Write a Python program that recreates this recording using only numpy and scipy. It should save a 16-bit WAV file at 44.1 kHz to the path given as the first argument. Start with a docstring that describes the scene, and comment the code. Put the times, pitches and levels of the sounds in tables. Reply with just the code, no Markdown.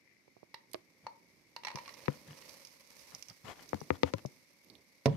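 """Roaches poured into a plastic cup

Small roaches slide from a plastic tub into a thin cup on a kitchen counter. The first impacts excite
the modes of the bare cup bottom; the rest are cushioned by a rustling heap or tick against the wall.
Light taps sound on the right early on. Later, fingers knock and rub on the hand-held camera,
heard as structure-borne sound, and at the end the tub is bumped and resonates."""
import sys
import numpy as np
from scipy import signal
from scipy.fft import rfft, irfft, next_fast_len
from scipy.io import wavfile

SR = 44100
rng = np.random.default_rng(int(sys.argv[2]) if len(sys.argv) > 2 else 0)


def unload_audio(sound):
    """Save the sound as a 16-bit wav file, at the path given as the first command line argument."""
    columns = np.transpose(np.atleast_2d(sound))
    # keep every value between -1 and 1, then stretch to whole-number steps
    steps = np.round(np.clip(columns, -1, 1) * 32767)
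    wavfile.write(sys.argv[1], SR, steps.astype(np.int16))


N = 227612
TIME = np.arange(N) / SR
AGE = TIME[:SR // 3]  # time since an impact [s]


# first impacts on bare plastic: (time [s], wall level [dB], bottom level [dB], bottom pitch [Hz])
FIRST_LANDINGS = [(0.543, -38, -31, 917), (1.067, -39.5, -20.5, 923), (1.5639, -35, -29, 932),
                  (1.635, -39, -39, 905), (1.6492, -28, -28.5, 976), (1.67, -29.5, -26, 870),
                  (1.683, -31.5, -35, 1040), (1.7028, -40, -31.5, 910), (1.715, -43, -33, 960),
                  (1.7572, -35, -29.5, 975), (1.773, -42, -25, 920), (1.786, -37.5, -29.5, 1000),
                  (1.859, -43.5, -54, 960), (1.879, -38.5, -36, 1117), (1.892, -39.5, -51, 910),
                  (2.058, -39, -49, 860), (2.422, -46, -66, 1040)]
# modes of the cup: (frequency [Hz], relative level [dB], T60 [s])
BOTTOM_MODES = [(554, 0, 0.025), (920, 5, 0.053), (1144, -15.5, 0.038)]
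WALL_MODES = [(1944, 8.5, 0.021), (2268, 2, 0.036), (2750, 6.5, 0.016), (4300, 5.5, 0.014),
              (5550, -2, 0.02), (10000, -9, 0.012)]
WALL_SIDE_DB, BOTTOM_SIDE_DB = -4, 2.5  # left minus right

def landings():
    """Impact excitation: each body drives the modes of the cup bottom, its shell those of the wall."""
    out = np.zeros((2, N))
    for s, wall_db, bottom_db, bottom_hz in FIRST_LANDINGS:
        wall = ring(WALL_MODES, spread_db=4, detune=.04)
        bottom = ring(BOTTOM_MODES, spread_db=2.5, detune=.015, stretch=bottom_hz / BOTTOM_MODES[1][0])
        # shell and legs touch down over a few milliseconds
        touch = rng.standard_normal((2, len(AGE))) * (fade(0.023) - fade(0.00047))
        rattle = peaked(signal.fftconvolve(wall, touch, axes=1)[:, :len(AGE)])
        shell = amp(-4.5) * (peaked(wall) + rattle) + peaked(band(touch, 1350, 3180, order=1))
        add(out, s, amp(wall_db) * shell * pan(WALL_SIDE_DB))
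        add(out, s, amp(bottom_db) * band(bottom, 1237, 2180, order=1) * pan(BOTTOM_SIDE_DB))
    return out


# the loudest shells striking a rim or wall: (time [s], level [dB], ring frequency [Hz])
SHELL_TICKS = [(0.5433, -40.5, 4350), (0.715, -42.5, 9100), (0.7332, -28.5, 10400), (1.564, -37, 4500),
               (1.7572, -32, 5400), (1.94, -40, 5300), (2.494, -39, 4950), (2.65, -35, 5550),
               (2.672, -38.5, 5700), (2.993, -41.5, 5760), (3.149, -31.5, 5580), (3.2252, -32, 5860),
               (3.285, -38, 5950), (3.299, -40.5, 5000), (3.691, -41, 6100), (3.805, -42.5, 5230),
               (4.26, -39, 6050), (4.646, -44, 11600), (4.7, -42.5, 4170), (4.753, -47, 3600)]

def ticks():
    """Hard contact: a shell on stiff plastic gives a broadband snap and a heavily damped ring."""
    out = np.zeros((2, N))
    for s, db, hz in SHELL_TICKS:
        snap = crack(t60=0.02, scatter=0.2)
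        tick = peaked(band(snap, hz * 0.88, hz * 1.18)) + amp(3) * peaked(band(snap, 2400, 16000))
        add(out, s, amp(db) * peaked(tick) * pan(-10.5))
    return out


# clumps sliding off the lip of the tub: (start [s], duration [s], relative level [dB])
POURS = [(1.62, 0.69, -0.5), (2.25, 0.37, 4), (2.82, 0.37, 3), (3.42, 0.49, 0.5), (4.0, 0.3, -5)]
# spectra of shells and of the heap: (frequency [Hz], left level [dB], right level [dB])
SHELL_SPECTRUM = [(286, -10.5, -2.5), (1310, -2.5, -24.5), (2280, -3, -1), (3200, -12.5, -6.5),
                  (5000, -13.5, -2), (13900, 0.5, -0.5)]
HEAP_SPECTRUM = [(150, -2, -15.5), (403, -14, -2), (540, 14, 12.5), (740, -11, -3.5), (920, 4, 5),
                 (1940, -15.5, -2), (8000, -41, -5)]
POUR_START_S = POURS[0][0]
CRAWL_DB, WAKE_DB_PER_S, CALM_S = -66.5, 4.5, 0.18
SCRAPE_DB, STIR_DB, PATTER_DB, FLICK_DB = -63.5, -54.5, -58, -63.5

def swarm():
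    """Incoherent summation: countless leg scratches, shell flicks and soft falls add up to a rustle."""
    flow = arches(POURS)
    # the colony crawls more busily as the tub tilts, until the pour begins
    crawl = amp(CRAWL_DB + WAKE_DB_PER_S * np.minimum(TIME - POUR_START_S, 0))
    # each slide stirs up legs, which then calm down
    pole = np.exp(-1 / (CALM_S * SR))
    stirred = signal.lfilter([1 - pole], [1, -pole], flow ** 2)
    scuttle = np.sqrt(crawl ** 2 + (amp(SCRAPE_DB) * flow) ** 2 + amp(STIR_DB) ** 2 * stirred)
    patter = amp(PATTER_DB) * np.sqrt(flow ** 2 + stirred) * cushion(db_per_s=10.5) + amp(-10) * crawl
    legs = unit(colour(grains(per_s=5100, spread_db=2.5, shared=0.23), SHELL_SPECTRUM))
    flicks = unit(colour(grains(per_s=140, spread_db=5.5, shared=0.54), SHELL_SPECTRUM))
    bodies = unit(colour(grains(per_s=550, spread_db=2, shared=1), HEAP_SPECTRUM))
    # they slide in loose clumps, so the level wavers by 1.5 dB rms
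    clumps = amp(1.5 * unit(band(rng.standard_normal(N), 6, 45)))
    return clumps * (scuttle * legs + amp(FLICK_DB) * flow * flicks + patter * bodies)


def clatter():
    """Random excitation: the falling crowd rings the cup wall until the heap covers the plastic."""
    hits = scattered(WALL_MODES, per_s=220, spread_db=2.5, count=24)
    return amp(-57) * hits * arches(POURS) * cushion(db_per_s=19) * pan(WALL_SIDE_DB)


def cushion(db_per_s):
    """Cushioning: the growing heap softens impacts, so their gain falls from the first slide on."""
    return amp(-db_per_s * np.maximum(TIME - POUR_START_S, 0))


# light taps on the right, then heavier knocks on the camera at left: (time [s], knock level [dB],
# thump level [dB], thump frequency [Hz], contact cutoff [Hz], mode tuning [ratio])
TAPS_AND_KNOCKS = [(0.2788, -55.5, -87, 140, 830, 1.04), (0.366, -52, -78, 140, 900, 1.33),
                   (0.43, -46.5, -83, 140, 795, 1.15), (0.7442, -27, -77, 140, 5050, 1.24),
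                   (0.754, -38.5, -63, 140, 2500, 1.1), (1.749, -39.5, -36.5, 137, 445, 1.03),
                   (2.082, -16.5, -19.5, 139.5, 1970, 1), (3.732, -22, -31.5, 90, 1500, 0.95),
                   (3.7457, -37, -28, 206, 1400, 0.28), (3.815, -35, -36, 150, 1000, 0.84),
                   (3.9052, -13.5, -26.5, 88, 2030, .96), (4.0334, -9, -25.5, 84.5, 4270, 0.95),
                   (4.1376, -18.5, -26, 106, 6470, 1.054), (4.251, -32, -28, 133, 750, 1.16)]
# modes rung by a tap or knock: (frequency [Hz], relative level [dB], T60 [s])
KNOCK_MODES = [(288, 3, 0.098), (374, 9, 0.03), (519.6, 13, 0.042), (960, 1, 0.036), (1312, 5, 0.017)]
EARLY_TAP_SIDE_DB, KNOCK_SIDE_DB, TAPS_END_S = -9.5, 11.5, 0.75

def knocks():
    """Impulse response: each tap or knock is a pulse, a brief ring and a low rocking thump."""
    out = np.zeros((2, N))
    for s, knock_db, thump_db, thump_hz, contact_hz, stretch in TAPS_AND_KNOCKS:
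        side_db = EARLY_TAP_SIDE_DB if s < TAPS_END_S else KNOCK_SIDE_DB
        body = ring(KNOCK_MODES, spread_db=2, detune=.03, stretch=stretch)
        contact = band(crack(t60=0.039, scatter=0.019), 100, 3100, order=1)
        # a soft contact spreads the push over time; a hard one keeps it sharp
        push = peaked(band(contact, 71, contact_hz, order=3))
        # the rocking, and a faster twist, are damped within a few cycles
        phase = 2 * np.pi * thump_hz * AGE
        rocking = fade(9.1 / thump_hz) * np.sin(phase)
        twist = amp(-6) * fade(7 / thump_hz) * np.sin(1.463 * phase)
        # the push goes mostly to the nearer microphone, the ring reaches both
        add(out, s, -amp(knock_db) * push * pan(side_db * 2.07))
        add(out, s, -amp(knock_db - 1.5) * band(body, 320, contact_hz) * pan(side_db))
        add(out, s, -amp(thump_db) * band(rocking + twist, thump_hz, thump_hz * 3) * pan(side_db))
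    # bending waves take 0.8 ms to cross the camera case
    return np.array([out[0], np.interp(TIME - .0008, TIME, out[1])])


# the tub is bumped and rebounds: (time [s], relative level [dB])
TUB_BUMPS = [(5.0582, -12.5), (5.079, -21.5)]
# modes of the tub: (frequency [Hz], relative level [dB], T60 [s])
TUB_MODES = [(137, 7.5, 0.18), (262, 8.5, 0.092), (438.5, 11, 0.067), (556, 11, 0.058), (662, 6.5, 0.048),
             (960, 8, 0.033)]

def bumps():
    """Free vibration: the big hollow tub booms in its low modes, with a dry clack at first contact."""
    out = np.zeros((2, N))
    for s, db in TUB_BUMPS:
        boom = ring(TUB_MODES, spread_db=2, detune=.003)
        add(out, s, amp(db + 4) * band(boom, 100, 1100) * pan(-3.4))
    s, db = TUB_BUMPS[0]
    clack = peaked(band(crack(t60=0.037, scatter=0.25), 670, 1940, order=1))
    add(out, s, amp(db - 6.5) * clack * pan(-10))
    return out


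# short rubs and scrapes, the last a hiss and low judder trailing the tub bump:
# (start [s], duration [s], hiss level [dB], judder level [dB])
SCRAPES = [(1.028, 0.058, -67, -63.5), (2.257, 0.099, -59.5, -55), (3.112, 0.06, -57.5, -65),
           (3.291, 0.037, -58, -54.5), (3.439, 0.025, -55.5, -49), (3.445, 0.1, -45, -74),
           (3.529, 0.15, -58.5, -91), (5.074, 0.12, -56, -38)]
# spectrum of contact noise: (frequency [Hz], left level [dB], right level [dB])
CONTACT_SPECTRUM = [(200, -7, -12.5), (1090, -5, -12.5), (2500, -13, -35), (8000, -20, -29),
                    (15000, -23.5, -23.5)]
# modes rung as a rub catches: (frequency [Hz], relative level [dB], T60 [s])
CATCH_MODES = [(1000, 0.5, 0.004), (1520, 1, 0.016), (3000, -1, 0.017)]
DRAG_DELAY_S, DRAG_S, DRAG_DB, DRAG_DB_PER_DB = 0.0077, 0.071, -36.5, 1.28

def rubs():
    """Stick-slip friction: rubs and scrapes give a hiss, small ringing catches and a low judder."""
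    strokes = [(s, length, db) for s, length, db, _ in SCRAPES]
    # a brief drag follows each tap or knock, louder after a harder one
    drags = [(s + DRAG_DELAY_S, DRAG_S, DRAG_DB + DRAG_DB_PER_DB * db) for s, db, *_ in TAPS_AND_KNOCKS]
    judder = arches((s, length, db) for s, length, _, db in SCRAPES)
    slips = unit(band(rng.standard_normal(N), 106, 173))
    hiss = unit(colour(grains(per_s=5500, spread_db=-2.5, shared=0.58), CONTACT_SPECTRUM))
    catches = amp(-5) * scattered(CATCH_MODES, per_s=400, spread_db=6) * pan(12)
    return arches(strokes + drags) * (hiss + catches) + judder * slips


# the camera case rattles after the harder knocks: (time [s], level before filtering [dB])
CASE_RATTLES = [(3.744, -7), (3.775, -21), (3.815, -27), (3.964, -28), (4.074, -26), (4.0918, -27),
                (4.183, -12.5)]

def rattles():
    """Secondary impacts: the camera case settles with small, dry, unpitched clicks."""
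    out = np.zeros((2, N))
    for s, db in CASE_RATTLES:
        add(out, s, amp(db) * crack(t60=0.012, scatter=0.3))
    return colour(out, CONTACT_SPECTRUM)


def crackle():
    """Narrow-band impulse noise: a faint crackle on the left as the tub starts to tilt."""
    rustle = unit(band(grains(per_s=250, spread_db=5, shared=0.5), 1850, 2370))
    return arches([(0.03, 0.17, -72.5)]) * rustle * pan(23)


# the hand holding the camera sways: (start [s], duration [s], level [dB])
HAND_SWAYS = [(0.3, 1.68, -73), (1.55, 1.26, -66), (3.4, 1.09, -63), (4.62, 0.23, -64)]
# spectra of rumble and of steady noise: (frequency [Hz], left level [dB], right level [dB])
RUMBLE_SPECTRUM = [(71.9, -7, -3), (140, 2.5, 6.5), (299, 2, 9), (597, -4, -4.5), (900, -35, -6),
                   (5000, -46.5, -28)]
NOISE_FLOOR = [(22.8, -87.5, -79), (203, -94, -58), (900, -73, -80), (1650, -67.5, -61), (2090, -56.5, -91),
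               (2198, -51.5, -83), (2500, -63.5, -86), (3200, -75, -75), (4900, -76.5, -70.5),
               (15000, -75, -89)]
STILL_HAND_DB = -77

def background():
    """Handling noise: hand motion rumbles over a hiss that peaks at a different pitch on each side."""
    rumble = unit(colour(grains(per_s=1700, spread_db=2.5, shared=3.7), RUMBLE_SPECTRUM))
    hiss = colour(rng.standard_normal((2, N)), NOISE_FLOOR)
    return np.hypot(amp(STILL_HAND_DB), arches(HAND_SWAYS)) * rumble + hiss


# reverberation time of the kitchen: (frequency [Hz], T60 [s])
KITCHEN_DECAY = [(100, 0.47), (500, 0.4), (2000, 0.26), (9000, 0.15)]

def kitchen(x):
    """Reverberation: dense reflections from counter and walls decay exponentially, the treble first."""
    hz, t, noise = signal.stft(rng.standard_normal((2, SR // 2)), SR, nperseg=256)
    t60 = log_interp(hz, *np.transpose(KITCHEN_DECAY))[:, None]
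    tail = signal.istft(noise * np.exp(-np.log(1000) * t / t60), SR, nperseg=256)[1]
    tail *= np.minimum(np.arange(tail.shape[1]) / SR / 0.0029, 1)  # 2.9 ms build-up
    return signal.fftconvolve(x, tail / np.linalg.norm(tail[0]), axes=1)[:, :N]


def ring(modes, spread_db, detune, stretch=1):
    """Modal superposition: tuning varies with the spot hit, weight and phase also with the microphone."""
    out = np.zeros((2, len(AGE)))
    for hz, db, t60 in modes:
        weight, offset = rng.uniform(-1, 1, (2, 2, 1))
        tuned_hz = hz * stretch * rng.uniform(1 - detune, 1 + detune)
        out += amp(db + spread_db * weight) * fade(t60) * np.sin(2 * np.pi * tuned_hz * AGE + .6 * offset)
    return out / abs(out).max(1).mean()


def scattered(modes, per_s, spread_db, count=8):
    """Poisson impacts on several spots of one object, each spot with its own tuning."""
    spots = [ring(modes, spread_db=5, detune=.14)[:, :SR // 20] for _ in range(count)]
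    struck = rng.random(N) < per_s / SR
    size = np.minimum(rng.exponential(1, N), 4)
    spot = rng.integers(count, size=N)
    out = np.zeros((2, N))
    for at in np.flatnonzero(struck):
        add(out, at / SR, amp(spread_db * size[at]) * spots[spot[at]])
    return unit(out)


def grains(per_s, spread_db, shared):
    """Shot noise: tiny impulses of random size, partly common to both microphones."""
    size = amp(spread_db * np.minimum(rng.exponential(1, (3, N)), 4)) * rng.choice([-1, 1], (3, N))
    clicks = size * (rng.random((3, N)) < per_s / SR)
    return unit(clicks[:2] + shared * clicks[2])


def crack(t60, scatter):
    """A contact impulse trailed by decaying noise."""
    return (AGE == 0) + scatter * rng.standard_normal((2, len(AGE))) * fade(t60)


def fade(t60):
    """Exponential decay by 60 dB in t60 seconds."""
    return np.exp(-np.log(1000) * AGE / t60)


def arches(rows):
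    """Sum of half-sine envelopes: (start [s], duration [s], level [dB])."""
    return sum(amp(db) * np.sin(np.pi * np.clip((TIME - s) / length, 0, 1)) for s, length, db in rows)


def colour(x, spectrum):
    """Zero-phase stereo filter: (frequency [Hz], left gain [dB], right gain [dB])."""
    points_hz, *sides = np.transpose(spectrum)
    size = next_fast_len(N + len(AGE), True)
    hz = np.fft.rfftfreq(size, 1 / SR)
    gains = amp([log_interp(hz, points_hz, side) for side in sides])
    return irfft(rfft(x, size) * gains, size)[:, :N]


def band(x, low_hz, high_hz, order=2):
    """Causal band-pass."""
    sos = signal.butter(order, [low_hz, min(high_hz, SR / 2 - 1)], "band", fs=SR, output="sos")
    return signal.sosfilt(sos, x)


def log_interp(hz, points_hz, values):
    """Interpolation on a log-frequency axis."""
    return np.interp(np.log(hz + 1), np.log(points_hz), values)


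def pan(db):
    """Stereo gains with a mean of one for a left-minus-right level difference."""
    gains = amp([[db / 2], [-db / 2]])
    return gains / gains.mean()


def add(mix, s, sound):
    """Superposes a stereo sound at time s."""
    part = mix[:, round(s * SR):][:, :sound.shape[-1]]
    part += sound[..., :part.shape[-1]]


def amp(db):
    """Decibels to gain."""
    return 10 ** (np.asarray(db) / 20)


def unit(x):
    """Scales to an rms of one."""
    return x / np.sqrt(np.mean(x ** 2) + 1e-20)


def peaked(x):
    """Scales to a peak of one."""
    return x / abs(x).max()


def scene():
    """Direct plus reverberant field: cup and tub fill the room; taps and knocks stay almost dry."""
    cup, rim, tub, taps = landings() + clatter(), ticks(), bumps(), knocks()
    wet = kitchen(amp(-9.5) * cup + amp(-11) * rim + amp(-14.5) * tub + amp(-27) * taps)
    return cup + rim + tub + taps + wet + rattles() + rubs() + swarm() + crackle() + background()


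# response of the two microphone ports: (frequency [Hz], left gain [dB], right gain [dB])
PORT_RESPONSE = [(1098, 0, 1), (1500, -5, -8), (2040, 3, 2.5), (3140, -3.5, -1), (4500, -1, 4),
                 (6030, -3, 3), (7370, -2, -8.5), (9930, -13.5, -4), (10650, -13, -8), (12230, -20, -2.5),
                 (15370, -29, -18)]
BASS_CUT_HZ, BAND_LIMIT_HZ = 52, 15800

def record(dry):
    """Port resonance colours each microphone differently; the recorder then limits the bandwidth."""
    bass_cut = signal.butter(3, BASS_CUT_HZ, "high", fs=SR, output="sos")
    low_pass = signal.firwin(511, BAND_LIMIT_HZ, window=("kaiser", 9), fs=SR)
    heard = signal.sosfilt(bass_cut, colour(dry, PORT_RESPONSE))
    return signal.oaconvolve(heard, low_pass[None], "same")


dry = scene()
out = record(dry)
unload_audio(out)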